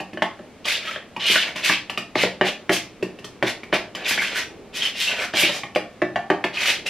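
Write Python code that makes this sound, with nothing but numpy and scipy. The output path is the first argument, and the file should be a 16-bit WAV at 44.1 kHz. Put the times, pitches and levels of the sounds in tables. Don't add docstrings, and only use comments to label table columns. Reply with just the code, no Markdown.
import sys
import numpy as np
from scipy import signal
from scipy.fft import rfft, irfft, next_fast_len
from scipy.io import wavfile
from scipy.ndimage import map_coordinates

SR = 44100
rng = np.random.default_rng(int(sys.argv[2]) if len(sys.argv) > 2 else 0)


def log_audio(samples):
    frames = np.atleast_2d(samples).T
    limited = np.clip(frames, -1, 1)
    pcm = np.round(limited * 32767).astype(np.int16)
    wavfile.write(sys.argv[1], SR, pcm)


N = 303849


def amp(db):
    return 10 ** (np.asarray(db) / 20)


def unit(x):
    return x / np.sqrt(np.mean(x ** 2) + 1e-20)


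def along(points, hz):
    f, v = np.transpose(points)
    return np.interp(np.log(hz + 1), np.log(f + 1), v)


def add(track, s, sound):
    part = track[max(round(s * SR), 0):][:len(sound)]
    part += sound[:len(part)]


def wobble(rate, size):
    return map_coordinates(rng.standard_normal(4096), [np.arange(size) * rate / SR], mode="wrap")


def coloured(x, spectrum):
    m = 2 * next_fast_len(x.shape[-1] // 2 + 4096)
    cepstrum = irfft(np.log(amp(along(spectrum, np.fft.rfftfreq(m, 1 / SR)))))
    cepstrum[1:m // 2] *= 2
    cepstrum[m // 2 + 1:] = 0
    return irfft(rfft(x, m) * np.exp(rfft(cepstrum)), m)[..., :x.shape[-1]]


def ping(hz, t, t60, attack):
    return np.sin(2 * np.pi * hz * t) * np.exp(-np.log(1000) * t / t60) * (1 - np.exp(-t / attack))


def ring(modes, gains, t, scatter_db, detune, attack):
    hz, db, t60 = np.transpose(modes)[:, :, None]
    hz = hz * np.exp(detune * rng.standard_normal(hz.shape))
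    phase = rng.uniform(0, 2 * np.pi, hz.shape)
    level = db + scatter_db * rng.standard_normal(hz.shape) - 60 * t / t60
    return gains @ (amp(level) * np.sin(2 * np.pi * hz * t + phase)) * (1 - np.exp(-t / attack))


def burst(spectrum, t, rise_s):
    return unit(coloured(rng.standard_normal(len(t)), spectrum)) * t / rise_s * np.exp(-t / rise_s)


def slips(rate, spread_db):
    happens = rng.random(N) < rate / SR
    size = amp(spread_db * np.minimum(rng.exponential(size=N), 3))
    return happens * size * rng.choice([-1, 1], N)


def stereo(mid, side):
    # f/Hz, level/dB
    width = [(60, -14.5), (400, -14), (1300, -13), (2400, -14), (4400, -3.5), (8000, 5), (15000, 6)]
    side = coloured(side, width)
    return np.array([mid + side, mid - side])


def background():
    # f/Hz, level/dB
    floor_eq = [(15, -30), (25, -22), (86, -8), (156, -9), (222, -1), (351, -10.5), (499, -12.5),
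                (570, -9.5), (927, -19), (1180, -16), (1470, -20), (2320, -18.5), (6810, -35), (12700, -46),
                (15700, -58)]
    # f/Hz, level/dB
    rush_eq = [(100, -10.5), (250, -7.5), (400, 1), (560, -8), (900, -14.5), (2000, -53)]
    # t/s, level/dB
    swell = [(0, -52), (2.6, -52.5), (3.3, -47.5), (4.0, -48.5), (4.65, -43.5), (5.3, -57), (6.0, -55),
             (6.9, -44.5)]
    floor = amp(-47.5) * unit(coloured(rng.standard_normal((2, N)), floor_eq))
    swell_db = np.interp(np.arange(N) / SR, *np.transpose(swell)) + wobble(27, N)
    rush = amp(swell_db) * unit(coloured(rng.standard_normal((2, N)), rush_eq))
    return stereo(*(floor + rush))


def kitchen(x, bounce_s, build_s):
    # f/Hz, t60/s
    decay_times = [(100, 0.6), (300, 0.41), (2000, 0.28), (5000, 0.3), (13000, 0.2)]
    # f/Hz, level/dB
    tail_eq = [(100, -8.5), (400, -9), (900, -3), (2000, -2), (8000, -1)]
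    # f/Hz, level/dB
    bounce_eq = [(100, -17), (600, -17.5), (1800, -11), (3500, -7), (7000, -43)]
    size, hop = SR // 2, SR // 4
    wet = np.zeros((2, N + 2 * SR))
    padded = np.pad(x, (hop, 2 * hop))
    window = np.sin(np.pi * np.arange(2 * hop) / (2 * hop))
    build = 1 - np.exp(-np.arange(size) / SR / build_s)
    for start in range(0, N + hop, hop):
        hz, t, noise = signal.stft(rng.standard_normal((2, size)), SR, nperseg=256)
        decay = amp(-60 * t / along(decay_times, hz)[:, None])
        tail = signal.istft(noise * decay, SR, nperseg=256)[1][:, :size] * build
        send = padded[start:start + 2 * hop] * window
        piece = signal.fftconvolve(send[None], tail / np.linalg.norm(tail[0]), axes=1)
        wet[:, start:start + piece.shape[1]] += piece
    mid, side = coloured(wet[:, hop:hop + N], tail_eq)
    delayed = np.interp(np.arange(N) - bounce_s * SR, np.arange(N), x, left=0)
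    return stereo(x + coloured(delayed, bounce_eq) + mid, side)


def squirting(swell_s=0.01):
    # peak t/s, level/dB
    squirts = [(2.738, -32.5), (4.097, -29.5), (5.412, -24.5)]
    # f/Hz, level/dB
    squirt_eq = [(800, -22), (3000, -1), (5500, 1), (8000, -6.5), (11500, 0.5), (14000, -9), (16000, -20)]
    t = np.arange(N) / SR
    flow = sum(amp(db) * np.exp(-.5 * ((t - s) / swell_s) ** 2) for s, db in squirts)
    return flow * unit(coloured(slips(rate=1700, spread_db=2.5), squirt_eq))


def squeaking():
    # t/s, length/s, f/Hz, level/dB
    squeaks = [(0.871, 0.038, 1290, -32.5), (1.356, 0.01, 1510, -17), (4.185, 0.015, 2200, -20),
               (4.814, 0.013, 3200, -23), (4.851, 0.015, 3090, -21), (5.06, 0.039, 2690, -24),
               (6.857, 0.044, 2760, -26)]
    out = np.zeros(N)
    for s, length, hz, db in squeaks:
        size = int(length * SR)
        phase = 2 * np.pi * np.cumsum(hz * (1 + 0.025 * wobble(485, size))) / SR
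        envelope = amp(db + 4.9 * wobble(392, size)) * signal.windows.tukey(size)
        add(out, s, envelope * np.sin(phase))
    return out


def drag_pressure(fade_s=0.0089, land_db=-10.5, lift_db=-7.5, octaves_per_db=-0.025):
    # rasp level/dB, squelch level/dB, rumble level/dB, rasp f/Hz
    strokes = [(0.65, 0.13, 0.33, -19.5, -30.5, -38, 2810), (0.777, .195, 0.63, -28, -43, -41, 2370),
               (1.2, .24, .56, -15.5, -29, -37.5, 2740), (1.441, .08, 0.47, -30, -44, -34, 2330),
               (1.555, .06, 0.14, -26, -35.5, -40, 2300), (1.626, 0.13, 0.29, -17, -28, -37.5, 2610),
               (2.158, 0.095, 0.71, -16.5, -30, -31, 2590), (2.437, 0.062, 0.63, -19, -31.5, -24, 2520),
               (2.703, 0.096, 0.33, -25.5, -28, -34, 2450), (3.44, 0.07, 0.67, -22.5, -33, -29.5, 2570),
               (3.73, 0.035, 0.32, -15.5, -31, -24, 2500), (3.953, 0.11, 0.11, -32, -52, -34.5, 2350),
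               (4.049, 0.11, .52, -20.5, -28.5, -35.5, 2470),
               (4.146, 0.18, 0.44, -23.5, -35.5, -39.5, 2470), (4.319, 0.11, 0.54, -22.5, -32, -37.5, 2220),
               (4.733, 0.076, 0.43, -31.5, -32, -45, 2450), (4.792, 0.11, 0.52, -23.5, -33, -40.5, 2690),
               (4.946, 0.18, 0.45, -23, -29.5, -42, 2800), (5.081, 0.18, 0.94, -25.5, -37.5, -30.5, 2210),
               (5.339, .16, 0.3, -15.5, -28.5, -33.5, 2810), (5.487, .12, .5, -32.5, -34, -32, 2340),
               (6.535, .22, 0.65, -20, -30, -35.5, 2450), (6.855, 0.044, 0.33, -25.5, -32.5, -30.5, 2630)]
    squelch_slope, rumble_slope = 2.08, 0.47
    t = np.arange(N) / SR
    gains = np.zeros((3, N))
    pitch_hz = np.full(N, np.mean(np.transpose(strokes)[-1]))
    for s, length, crest, rasp_db, squelch_db, rumble_db, hz in strokes:
        near = (t > s - fade_s) & (t < s + length + fade_s)
        age = t[near] - s
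        touch = np.clip(np.minimum(age, length - age) / fade_s + 1, 0, 1)
        arch = np.interp(age / length, [0, crest, 1], [-1, 0, 1])
        press_db = np.where(arch < 0, land_db, lift_db) * arch ** 2
        gains[:, near] += touch * amp([rasp_db + press_db,
                                       squelch_db + squelch_slope * press_db,
                                       rumble_db + rumble_slope * press_db])
        pitch_hz[near] = hz * 2 ** (octaves_per_db * press_db)
    return *gains, pitch_hz


def rasp(pitch_hz, rate, spread_db, pitch_spread, cycles):
    kicks = slips(rate, spread_db)
    at = np.flatnonzero(kicks)
    scatter = np.exp(pitch_spread * np.clip(rng.standard_normal(N), -2, 2))
    k = np.arange(256)
    turns = (pitch_hz * scatter)[at, None] * k / SR
    envelope = np.exp(-turns / cycles) * (1 - np.exp(-2 * turns))
    grains = kicks[at, None] * np.sin(2 * np.pi * turns) * envelope
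    return unit(np.bincount((at[:, None] + k).ravel(), grains.ravel(), N)[:N])


def scraping(wander=.12, brighten=0.82):
    # f/Hz, level/dB
    fizz_eq = [(500, -20.5), (2500, 4.5), (4200, 3.5), (5800, 0.5), (8000, -9), (10000, -13),
               (12200, -15.5), (14000, -20), (16000, -82)]
    # f/Hz, level/dB
    pop_eq = [(800, -18.5), (3000, 17), (6000, 1.5), (9000, -1.5), (12000, 0), (14000, -14), (16000, -19)]
    # f/Hz, level/dB
    rumble_eq = [(50, -24), (130, -5.5), (350, -1.5), (620, 6.5), (950, -3.5), (1400, -8.5), (2500, -14.5),
                 (6000, -44)]
    rasp_gain, squelch_gain, rumble_gain, pitch_hz = drag_pressure()
    judder = amp(1.5 * wobble(90, N))
    gap_hz = pitch_hz * np.exp(wander * wobble(35, N))
    lumps = amp(2.5 * wobble(45, N))
    gap = amp(-8.5) * unit(lumps * rasp(gap_hz, rate=820, spread_db=4.5, pitch_spread=0.12, cycles=3.4))
    grit = amp(-7.5) * rasp(pitch_hz, rate=1500, spread_db=2.5, pitch_spread=0.26, cycles=1.5)
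    fizz = amp(0.5) * unit(coloured(slips(rate=3000, spread_db=2.5), fizz_eq))
    squeeze = (squelch_gain / amp(-34.0) + 1e-9) ** brighten
    clumps = amp(3.5 * wobble(45, N))
    pops = amp(-5.5) * squeeze * unit(clumps * coloured(slips(rate=450, spread_db=4), pop_eq))
    rumble = amp(-5.5) * unit(coloured(slips(rate=900, spread_db=4.5), rumble_eq))
    return judder * (rasp_gain * (gap + grit) + squelch_gain * (fizz + pops) + rumble_gain * rumble)


def knocking(usual_clack_hz=2123, thump_hz=355, low_cut_hz=100):
    # t/s, clack level/dB, thump level/dB, hollow level/dB, smack level/dB, hollow f/Hz
    knocks = [(0.0014, -17.5, -34.5, -25, -33.5, 780), (0.1322, -27.5, -31, -45, -44, 448),
              (0.173, -19, -36, -27.5, -53, 653), (0.2211, -3, -27, -12.5, -29, 804),
              (0.3916, -32, -39, -37, -66, 596), (0.6538, -13.5, -64, -24, -22.5, 605),
              (0.9602, -14.5, -58, -33, -57, 560), (1.164, -18, -38, -26.5, -36.5, 966),
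              (1.2993, -24, -34.5, -26.5, -34, 440), (1.3574, -3.5, -45, -23.5, -47, 646),
              (1.5592, -16.5, -40, -36, -38, 1000), (1.697, -3, -24.5, -21.5, -40, 910),
              (1.897, -13, -43, -29.5, -28, 775), (1.9753, -9, -31.5, -30, -24.5, 677),
              (2.155, -5, -23.5, -19, -31, 640), (2.2356, -8, -34, -9.5, -45, 498),
              (2.4115, -1, -18.5, -14, -48, 600), (2.694, -2, -15, -14, -27, 617),
              (3.026, -16, -23.5, -21, -31, 420), (3.1879, -28, -43, -52, -42, 460),
              (3.244, -21, -40, -40, -28.5, 484), (3.4259, -4.5, -18, -14, -31.5, 560),
              (3.6333, -20.5, -48, -46, -42, 438), (3.7272, -5.5, -23.5, -12.5, -44, 615),
              (3.9497, -17.5, -41, -44, -27.5, 624), (4.1097, -8, -34, -52, -29, 584),
              (4.1774, -8, -35, -33, -49, 620), (5.3373, -12.5, -27.5, -25, -43, 670),
              (5.4309, -23, -24, -26.5, -26, 624), (5.6341, -16, -39, -31, -39, 885),
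              (5.7498, -16, -43, -47, -28.5, 575), (5.7596, -6, -41, -9, -26.5, 542),
              (6.0184, -7.5, -16.5, -14, -61, 598), (6.1585, -8, -35, -13.5, -40.5, 733),
              (6.3013, -3, -12.5, -14, -36, 755), (6.4406, -4, -25, -21, -28, 670)]
    # f/Hz, level/dB, t60/s
    bowl_modes = [(124.5, -5.5, 0.27), (186, -2, 0.23), (235, -3.5, 0.19), (312, -3, 0.18),
                  (363.7, -2.5, 0.17), (407, -4, 0.12), (508, -7.5, .11), (582, -9.5, 0.15),
                  (618.6, 0.5, 0.096), (688.5, 0, 0.095), (803.4, -7.5, 0.15), (867, -2, 0.09),
                  (1073, -4.5, 0.11), (1135, -6.5, 0.19)]
    # f/Hz, level/dB, t60/s
    wall_modes = [(1604, -15, 0.11), (1794, -6, 0.27), (1870, 4, 0.049), (2156, -8, 0.081),
                  (2360, -12, 0.21), (2466, -5.5, .07), (2807, -1, 0.028), (2950, 4.5, 0.021),
                  (3210, -2, 0.015)]
    # f/Hz, level/dB
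    crunch_eq = [(100, -5), (500, -1.5), (1200, 4), (2000, -6.5), (3200, -0.5), (4500, -14.5), (8000, -32),
                 (16000, -49)]
    # f/Hz, level/dB
    smack_eq = [(300, -52), (2500, 5), (5000, 9.5), (8000, -3), (12000, -7), (16000, -20)]
    usual_wet_db, octaves_per_db = -23.5, 0.04
    out, t = np.zeros(N), np.arange(SR // 4) / SR
    bowl_hz = np.transpose(bowl_modes)[0]
    for s, clack_db, thump_db, hollow_db, smack_db, hollow_hz in knocks:
        boom_db = -15 + 0.58 * min(thump_db, -20.5)
        wet_db = np.clip(smack_db - clack_db - usual_wet_db, -7, 14)
        clack_hz = usual_clack_hz * 2 ** (octaves_per_db * wet_db)
        push_eq = [(250, boom_db), (320, thump_db + 1.5), (410, thump_db - 1), (650, thump_db - 17)]
        push = amp(along(push_eq, bowl_hz))
        spot = amp(hollow_db - 3) / (1 + (np.log(bowl_hz / hollow_hz) / 0.28) ** 2)
        body = amp(-1.5) * ring(bowl_modes, push + spot, t, scatter_db=1, detune=.012, attack=0.00081)
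        thump = amp(thump_db + 4) * ping(thump_hz, t, t60=0.054, attack=0.007)
        hollow = amp(hollow_db + 6) * ping(hollow_hz, t, t60=0.024, attack=0.00071)
        wall_gains = np.full(len(wall_modes), amp(clack_db - 21.5))
        wall = ring(wall_modes, wall_gains, t, scatter_db=0.2, detune=0.026, attack=0.00048)
        clack = amp(clack_db + 3) * ping(clack_hz, t, t60=0.0067, attack=0.00038)
        crunch = amp(clack_db - 6.5) * burst(crunch_eq, t, rise_s=0.0018)
        smack = amp(smack_db) * burst(smack_eq, t, rise_s=0.0035)
        add(out, s, body + thump + hollow + wall + clack + crunch + smack)
    return signal.sosfilt(signal.butter(3, low_cut_hz, "high", fs=SR, output="sos"), out)


def scene():
    stirring = knocking() + scraping() + squirting() + squeaking()
    return kitchen(stirring, bounce_s=.0052, build_s=0.00055) + background()


def record(dry):
    ceiling, top_hz = .9, 15750
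    rounded = dry / (1 + np.abs(dry / ceiling) ** 6) ** (1 / 6)
    m = next_fast_len(N + 8192)
    passband = np.fft.rfftfreq(m, 1 / SR) < top_hz
    return irfft(rfft(rounded, m) * passband, m)[:, :N]


dry = scene()
out = record(dry)
log_audio(out)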